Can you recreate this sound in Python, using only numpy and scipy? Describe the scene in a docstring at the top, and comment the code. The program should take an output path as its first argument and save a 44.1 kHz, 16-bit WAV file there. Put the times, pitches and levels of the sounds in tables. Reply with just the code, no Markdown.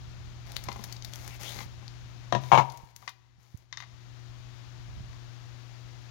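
"""A room with a hard floor, the microphone close to a wooden game board, a fan humming behind.
A disc slides over the board, hissing, catching and tapping on the grain. The board knocks, chatters
down onto the floor and rings in its modes; then a coin clicks on it. The holding hand covers the right
port, which hears mostly its rumble. The loud clatter ducks the gain control for about a second."""
import sys
import numpy as np
from scipy import signal
from scipy.fft import rfft, irfft, next_fast_len
from scipy.io import wavfile
from scipy.ndimage import uniform_filter1d, minimum_filter1d

SR = 44100
rng = np.random.default_rng(int(sys.argv[2]) if len(sys.argv) > 2 else 0)


def inscribe(sig):
    """Save sig as 16-bit PCM at rate SR to the path in sys.argv[1].

    A 1-D sig is mono; a 2-D sig holds one channel per row.
    Samples are clipped to [-1, 1] before scaling.
    """
    pcm = np.round(np.clip(np.atleast_2d(sig).T, -1, 1) * 32767)
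    wavfile.write(sys.argv[1], SR, pcm.astype(np.int16))


N = 269098

# hiss of light sliding on wood: (frequency [Hz], relative level [dB])
FRICTION_SPECTRUM = [(1500, -1), (3500, -10), (6500, 3.5), (8200, -10), (11500, -4), (16000, -9)]
# crack of a blow on the held board: (frequency [Hz], relative level [dB])
WOOD_CRACK_SPECTRUM = [(150, -8.5), (700, -10), (1200, 6), (1500, -10), (3700, -5), (4700, -16.5),
                       (6300, -12), (8200, -31.5), (16000, -43.5)]


def from_db(db):
    """Decibels to gain."""
    return 10 ** (np.asarray(db) / 20)


def rms_one(x):
    """Scale to unit power."""
    return x / np.sqrt(np.mean(x ** 2) + 1e-20)


def colour(x, spectrum):
    """Shape a noise by a table of (frequency [Hz], level [dB]), rolling off beyond its ends."""
    hz, db = np.transpose(spectrum)
    size = next_fast_len(len(x))
    bins = np.maximum(np.arange(size // 2 + 1) * SR / size, 1)
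    rolloff = np.minimum(bins / hz[0], 1) ** 2 * np.minimum(hz[-1] / bins, 1) ** 2
    gain = from_db(np.interp(np.log(bins), np.log(hz), db))
    return irfft(rfft(x, size) * rolloff * gain, size)[:len(x)]


def noise(spectrum):
    """Smooth coloured noise, rms 1."""
    return rms_one(colour(rng.standard_normal(N), spectrum))


def grains(spectrum, per_s, spread_db):
    """Random micro-slips of uneven size, rms 1."""
    sizes = from_db(spread_db * np.minimum(rng.exponential(1, N), 4)) * rng.choice([-1, 1], N)
    slips = sizes * (rng.random(N) < per_s / SR)
    return rms_one(colour(slips, spectrum))


def clicks(times, db):
    """One impulse of the given level at each time."""
    out = np.zeros(N)
    out[np.round(times * SR).astype(int)] = from_db(db)
    return out


def ring(force, hz, t60):
    """A damped mode: a unit impulse sets a sine of height 1 ringing."""
    r, w = from_db(-60 / (t60 * SR)), 2 * np.pi * hz / SR
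    return signal.lfilter([0, np.sin(w)], [1, -2 * r * np.cos(w), r * r], force + 1e-18)


def fade(power, t60):
    """Amplitude envelope of energy that dies away after each input."""
    decay = np.exp(-np.log(10 ** 6) / (t60 * SR))
    return np.sqrt(signal.lfilter([1], [1, -decay], power + 1e-18))


def struck(hits, modes, crack, crack_db, crack_t60, tail_db, tail_t60, contact_s=.00013):
    """Each contact rings the main modes, plus a crack and a short wash of dense, weak modes."""
    times, hit_db, hardness = np.transpose(hits)
    body = 0
    for hz, db, t60 in modes:
        # a hard contact favours the high modes; each spot struck has a mix of its own
        mode_db = hit_db + db + hardness * np.log2(hz / 1000) + rng.standard_normal(len(times))
        mode = ring(clicks(times, mode_db), hz, t60)
        body += signal.lfilter(*signal.iirpeak(hz, 1, fs=SR), mode)  # builds up in about one cycle
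    # little is radiated below the lowest mode
    body = signal.sosfilt(signal.butter(2, .7 * modes[0][0], "high", fs=SR, output="sos"), body)
    body = signal.sosfilt(signal.butter(8, 7400, fs=SR, output="sos"), body)
    power = clicks(times, hit_db + hardness) ** 2
    wash = from_db(crack_db) * fade(power, crack_t60) + from_db(tail_db) * fade(power, tail_t60)
    smoothing = np.exp(-1 / (contact_s * SR))
    return body + noise(crack) * signal.lfilter([1 - smoothing], [1, -smoothing], wash)


def fan(waver=.06, air_db=-51):
    """The room tone: a fan's motor hum wavers slightly over its rushing air."""
    # motor hum: (frequency [Hz], rms level [dB])
    hum_lines = [(120, -42.5), (284, -67), (354.5, -65), (641, -74), (707, -76.5)]
    # rush of air: (frequency [Hz], relative level [dB])
    air_spectrum = [(30, -7.5), (65, 13), (100, 13), (160, 0), (280, 3), (460, -1), (750, 3), (1300, 1.5),
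                    (2400, -1), (3800, -1), (6800, -6.5), (8100, -22), (16000, -27.5)]
    t = np.arange(N) / SR
    hum = sum(np.sqrt(2) * from_db(db) * np.sin(2 * np.pi * (hz * t + rng.random()))
              for hz, db in hum_lines)
    drift = noise([(1, 0), (4, -6)])
    return hum * (1 + waver * drift) + from_db(air_db) * noise(air_spectrum)


def hand(grip_db=-45.5, relax_db_per_s=1.4, squeeze_db=9, squeeze_at_s=4.987, squeeze_width_s=.17):
    """Handling noise: skin creeps on the case, relaxing, then squeezing once; shifting fingers bump."""
    # rumble through the case: (frequency [Hz], relative level [dB])
    rumble_spectrum = [(22, -9), (45, 9.5), (70, 10.5), (120, 3.5), (200, -5), (350, -25.5), (700, -48.5),
                       (1500, -61.5)]
    # soft finger bumps: (time [s], relative level [dB])
    finger_bumps = [(0.673, -22), (1.658, -27.5), (2.833, -19.5), (3.383, -25), (3.5436, -5),
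                    (5.005, -24.5)]
    t = np.arange(N) / SR
    squeeze = np.exp(-((t - squeeze_at_s) / squeeze_width_s) ** 2)
    level = from_db(grip_db - relax_db_per_s * t + squeeze_db * squeeze)
    bumps = ring(clicks(*np.transpose(finger_bumps)), hz=105, t60=.027)
    dull_bumps = signal.sosfilt(signal.butter(2, [50, 260], "band", fs=SR, output="sos"), bumps)
    return level * grains(rumble_spectrum, per_s=550, spread_db=1.5) + dull_bumps


def stroke(start, length, attack_s=.024, release_s=.018):
    """Envelope of a stroke that takes hold, slides evenly and dies away."""
    age = np.arange(N) / SR - start
    return np.clip(age / attack_s, 0, 1) * np.exp(-np.maximum(age - length, 0) / release_s)


def rubbing(splinters_per_s=50, splinter_db=4, splinter_spread_db=5):
    """Light contact hisses and catches on splinters; pressure digs in and makes the board sound."""
    # the disc, then fingers, on the wood: (start [s], length [s], friction [dB], scrape over it [dB])
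    strokes = [(0.448, 0.52, -60, 9.5), (1.016, 0.11, -61.5, 5.5), (1.119, 0.24, -53.5, 4),
               (1.391, 0.14, -44.5, 2.5), (1.538, 0.091, -48.5, 7), (2.402, 0.51, -56.5, 5.5),
               (2.975, 0.1, -50, 3), (3.38, 0.25, -55.5, 5.5), (3.762, 0.046, -54.5, -6)]
    # the board scraped under pressure: (frequency [Hz], relative level [dB])
    scrape_spectrum = [(150, 5), (330, 0), (480, -1.5), (800, 3), (1500, -6), (2200, 1), (2700, -7.5),
                       (3250, -4.5), (4500, -3.5), (6800, -9.5), (8200, -29.5)]
    friction, pressed = 0, 0
    for start, length, friction_db, pressure_db in strokes:
        level = from_db(friction_db) * stroke(start, length)
        friction += level
        pressed += from_db(pressure_db) * level
    hiss = grains(FRICTION_SPECTRUM, per_s=6000, spread_db=3.5)
    scrape = grains(scrape_spectrum, per_s=2000, spread_db=3.5)
    caught = rng.random(N) < splinters_per_s / SR
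    sizes = from_db(splinter_db + splinter_spread_db * np.minimum(rng.exponential(1, N), 2))
    splinters = fade((caught * sizes) ** 2, t60=.0066) * noise(FRICTION_SPECTRUM)
    return friction * (hiss + splinters) + pressed * scrape


def snaps(build_db=-23, build_s=.0052, skid_db=-21, skid_s=.006):
    """The sliding edge catches, creaks up briefly, lets go in a sharp burst and skids on a moment."""
    # catches: (time [s], relative body level [dB], relative treble level [dB], time constant [s])
    catches = [(.5195, -39, -36, 0.00087), (.566, -18, -25, 0.00083), (.639, -42, -36.5, 0.0025),
               (.727, -40.5, -44, .0024), (.8395, -49, -34, 0.0051), (.925, -35, -37.5, .0028),
               (.966, -36.5, -62, .0011), (1.0233, -35, -49, 0.0014), (1.0476, -33, -36.5, 0.0025),
               (1.136, -30, -38, 0.0011), (1.158, -55, -32.5, 0.00054), (1.2779, -40.5, -30, .0007),
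               (1.8804, -35, -62, 0.00073), (2.699, -35.5, -45, 0.005), (2.721, -50, -36.5, .0024),
               (2.774, -48, -33, 0.0027), (2.963, -33.5, -22, .0014), (3.092, -28, -27.5, 0.0025),
               (3.574, -49, -39, 0.0049)]
    # body of a snap: (frequency [Hz], relative level [dB])
    snap_spectrum = [(500, 10), (1500, 2), (2600, 3), (3500, 10.5), (7000, 3.5), (8300, -25)]
    small_snap_hz, big_above_db, db_per_octave = 5600, -32.5, 17  # bigger snaps sound lower
    t, out = np.arange(N) / SR, np.zeros(N)
    treble = noise(FRICTION_SPECTRUM)
    for time, body_db, treble_db, decay_s in catches:
        near = slice(int((time - .05) * SR), int((time + .05) * SR))
        age = t[near] - time
        creak = from_db(build_db) * np.exp(-abs(age) / build_s)
        burst = (age >= 0) * np.exp(-abs(age) / decay_s)
        skid = (age >= 0) * from_db(skid_db) * np.exp(-abs(age) / skid_s)
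        hz = small_snap_hz * 2 ** (-max(body_db - big_above_db, 0) / db_per_octave)
        band = signal.lfilter(*signal.iirpeak(hz, 2, fs=SR), rng.standard_normal(len(age)))
        body = rms_one(colour(band, snap_spectrum))
        out[near] += (creak + burst) * from_db(body_db + 3) * body
        out[near] += (creak + burst + skid) * from_db(treble_db + 2) * treble[near]
    return out


def disc_taps():
    """The disc taps the board as it is pushed along."""
    # taps: (time [s], level [dB], hardness [dB/octave])
    taps = [(.6857, -19, 1), (.7168, -35.5, 8.5), (.7595, -32, -1.5), (.792, -33.5, -6),
            (1.589, -32.5, 4.5), (1.605, -29, -0.5), (1.825, -40, -2)]
    # modes rung by the disc: (frequency [Hz], level [dB], t60 [s])
    modes = [(212, -12, 0.1), (423, -7, 0.028), (814, -4.5, 0.038), (1028, -5, 0.037), (1110, -32.5, 0.032),
             (2060, -13, 0.055), (2220, -17, 0.033), (4200, -18.5, 0.025)]
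    return struck(taps, modes, WOOD_CRACK_SPECTRUM,
                  crack_db=-8.5, crack_t60=.0192, tail_db=-19.5, tail_t60=.082)


def rim_song(rise_octaves_per_s=3.8):
    """The disc's rim sings in the grain: a broad resonance swells and rises as the disc speeds up."""
    # fast pushes: (start [s], length [s], starting frequency [Hz], level [dB])
    pushes = [(1.261, 0.13, 1980, -49), (1.391, 0.18, 2653, -41)]
    t, out = np.arange(N) / SR, 0
    half_bandwidth = signal.butter(2, 450, fs=SR, output="sos")
    wobble = rms_one(signal.sosfilt(half_bandwidth, rng.standard_normal((2, N))))
    for start, length, hz, db in pushes:
        age = np.clip(t - start, 0, length)
        phase = 2 * np.pi * np.cumsum(hz * 2 ** (rise_octaves_per_s * age)) / SR
        swell = from_db(db) * np.sin(np.pi * age / length) ** 2
        out += swell * (wobble[0] * np.cos(phase) + wobble[1] * np.sin(phase))
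    return out


def board_knocks():
    """Knocks ring the board while it is still held."""
    # knocks: (time [s], level [dB], hardness [dB/octave])
    knocks = [(2.3243, -6.5, -0.5), (2.3500, -7, -2), (2.436, -30, 3.5)]
    # modes of the held board: (frequency [Hz], level [dB], t60 [s])
    modes = [(129.6, -21, 0.52), (209.3, -19.5, 0.12), (362, -23, 0.1), (606, -19, 0.02),
             (707, -0.5, 0.017), (974, -9.5, 0.05), (1140, -30, 0.0496), (1694, -14, 0.022),
             (1840, -18, 0.051), (3100, -38, 0.048), (3773, -19, 0.032), (5940, -20, 0.011)]
    return struck(knocks, modes, WOOD_CRACK_SPECTRUM,
                  crack_db=-16, crack_t60=.015, tail_db=-24.5, tail_t60=.18)


def board_chatter():
    """The board's edge chatters on the hard floor in a quick run of contacts."""
    # floor contacts: (time [s], level [dB], hardness [dB/octave])
    contacts = [(2.51744, 0, -1.5), (2.52497, -3, -1.5), (2.5334, -1, -2), (2.54404, -0.5, -0.5),
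                (2.55367, -6.5, 3), (2.5756, -1, 4.5), (2.58032, -8.5, -6), (2.58522, -3, -1),
                (2.59966, -5, -4.5)]
    # modes of the board on the floor: (frequency [Hz], level [dB], t60 [s])
    modes = [(131.9, -28.5, 0.5), (193.7, -40, 0.13), (272, -31, 0.079), (579, -30.5, 0.095),
             (577, -39, 0.074), (792, -9.5, .07), (872, -11.5, .05), (945, -4.5, .065), (1044, -15, .05),
             (1140, -31, 0.0737), (1285, -27, 0.037), (1608, -26, 0.1), (2225, -17.5, 0.031),
             (2260, -25, 0.031), (2736, -24, 0.026)]
    # crack of wood on the floor: (frequency [Hz], relative level [dB])
    crack = [(150, 2.5), (450, -10), (720, 0.5), (950, 11.5), (1500, -11), (2400, -9.5), (3500, -15.5),
             (5000, -23), (6700, -21), (8200, -40), (16000, -39.5)]
    return struck(contacts, modes, crack, crack_db=-42, crack_t60=.02, tail_db=-12.5, tail_t60=.15)


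def coin_clicks():
    """A coin clicks as it is set down on the board."""
    # taps: (time [s], level [dB], hardness [dB/octave])
    taps = [(3.025, -13.5, -15.5), (3.0772, -2, -2), (3.7265, -19, 6), (3.7722, -23, 7.5),
            (3.8025, -22, 2.5), (3.8235, -18.5, -5), (3.836, -26.5, -3.5), (5.13, -36, -6)]
    # modes rung by the coin: (frequency [Hz], level [dB], t60 [s])
    modes = [(773, -25, 0.12), (1002, -25, 0.15), (1150, -12, 0.037), (1932, -6, 0.023),
             (2040, -11.5, 0.062), (2300, -26, 0.027), (3680, -19, 0.063), (4080, -20, 0.017),
             (5400, -15, 0.0096), (6220, -17, 0.013)]
    # crack of metal on wood: (frequency [Hz], relative level [dB])
    crack = [(500, -48), (1000, -0.5), (2200, -5), (3000, -7), (4000, -4.5), (6600, -13.5), (8200, -35),
             (16000, -43)]
    return struck(taps, modes, crack, crack_db=-13, crack_t60=.016, tail_db=-18, tail_t60=.11)


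def room(x, early_db=-15, early_t60=.15, late_db=-25, late_t60=.94):
    """Near surfaces answer after 4 ms; the hard-walled room rings on faintly."""
    # colour of the reverberation: (frequency [Hz], gain [dB])
    room_spectrum = [(100, -6), (300, 8.5), (550, 8.5), (950, 8), (1400, 3.5), (3000, 7), (7000, 2.5),
                     (16000, 7)]
    t, response = np.arange(SR) / SR, 0
    for db, t60 in ((early_db, early_t60), (late_db, late_t60)):
        tail = colour(rng.standard_normal(SR), room_spectrum) * from_db(-60 * t / t60) * (t > .004)
        energy_scale = np.sqrt(np.log(10 ** 6) / (t60 * SR))
        response += from_db(db) * tail * energy_scale
    return signal.fftconvolve(x, response)[:N]


def scene():
    """The open left port hears the board close up and the room; the covered right one, the hand."""
    impacts = disc_taps() + board_knocks() + board_chatter() + coin_clicks()
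    board = impacts + rubbing() + rim_song() + snaps()
    airborne = board + room(board) + fan()
    handling = hand()
    # hiss at the covered port: (frequency [Hz], relative level [dB])
    hiss_spectrum = [(300, 7.5), (1000, 1), (4000, -2.5), (16000, -1.5)]
    left = airborne + from_db(-25.5) * handling
    right = from_db(-43.5) * airborne + handling + from_db(-74) * noise(hiss_spectrum)
    return np.array([left, right])


def gain_control(x, threshold_db=-17, slope=3.5, depth_db=16, hold_s=1.072, attack_s=.17, release_s=.33):
    """A sustained loud sound on the left pulls both channels down; the gain holds, then creeps back."""
    step = 64  # samples per gain update
    power = uniform_filter1d(x[0] ** 2, size=1323)[::step]  # 30 ms average
    level_db = 10 * np.log10(abs(power) + 1e-12)
    cut_db = np.clip(slope * (level_db - threshold_db), 0, depth_db)
    half_hold = int(hold_s * SR / step) // 2
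    wanted = minimum_filter1d(from_db(-cut_db), 2 * half_hold + 1, origin=half_hold)
    gain = [1]
    for goal in wanted:
        lag_s = attack_s if goal < gain[-1] else release_s
        gain.append(gain[-1] + (goal - gain[-1]) * step / (lag_s * SR))
    return x * np.interp(np.arange(N) / step, np.arange(len(gain)), gain)


def record(dry):
    """The recorder rides the gain, clips at full scale and cuts the top above 16 kHz."""
    clipped = np.clip(gain_control(dry), -1, 1)
    return signal.sosfilt(signal.ellip(10, .1, 80, 16000, fs=SR, output="sos"), clipped)


dry = scene()
out = record(dry)
inscribe(out)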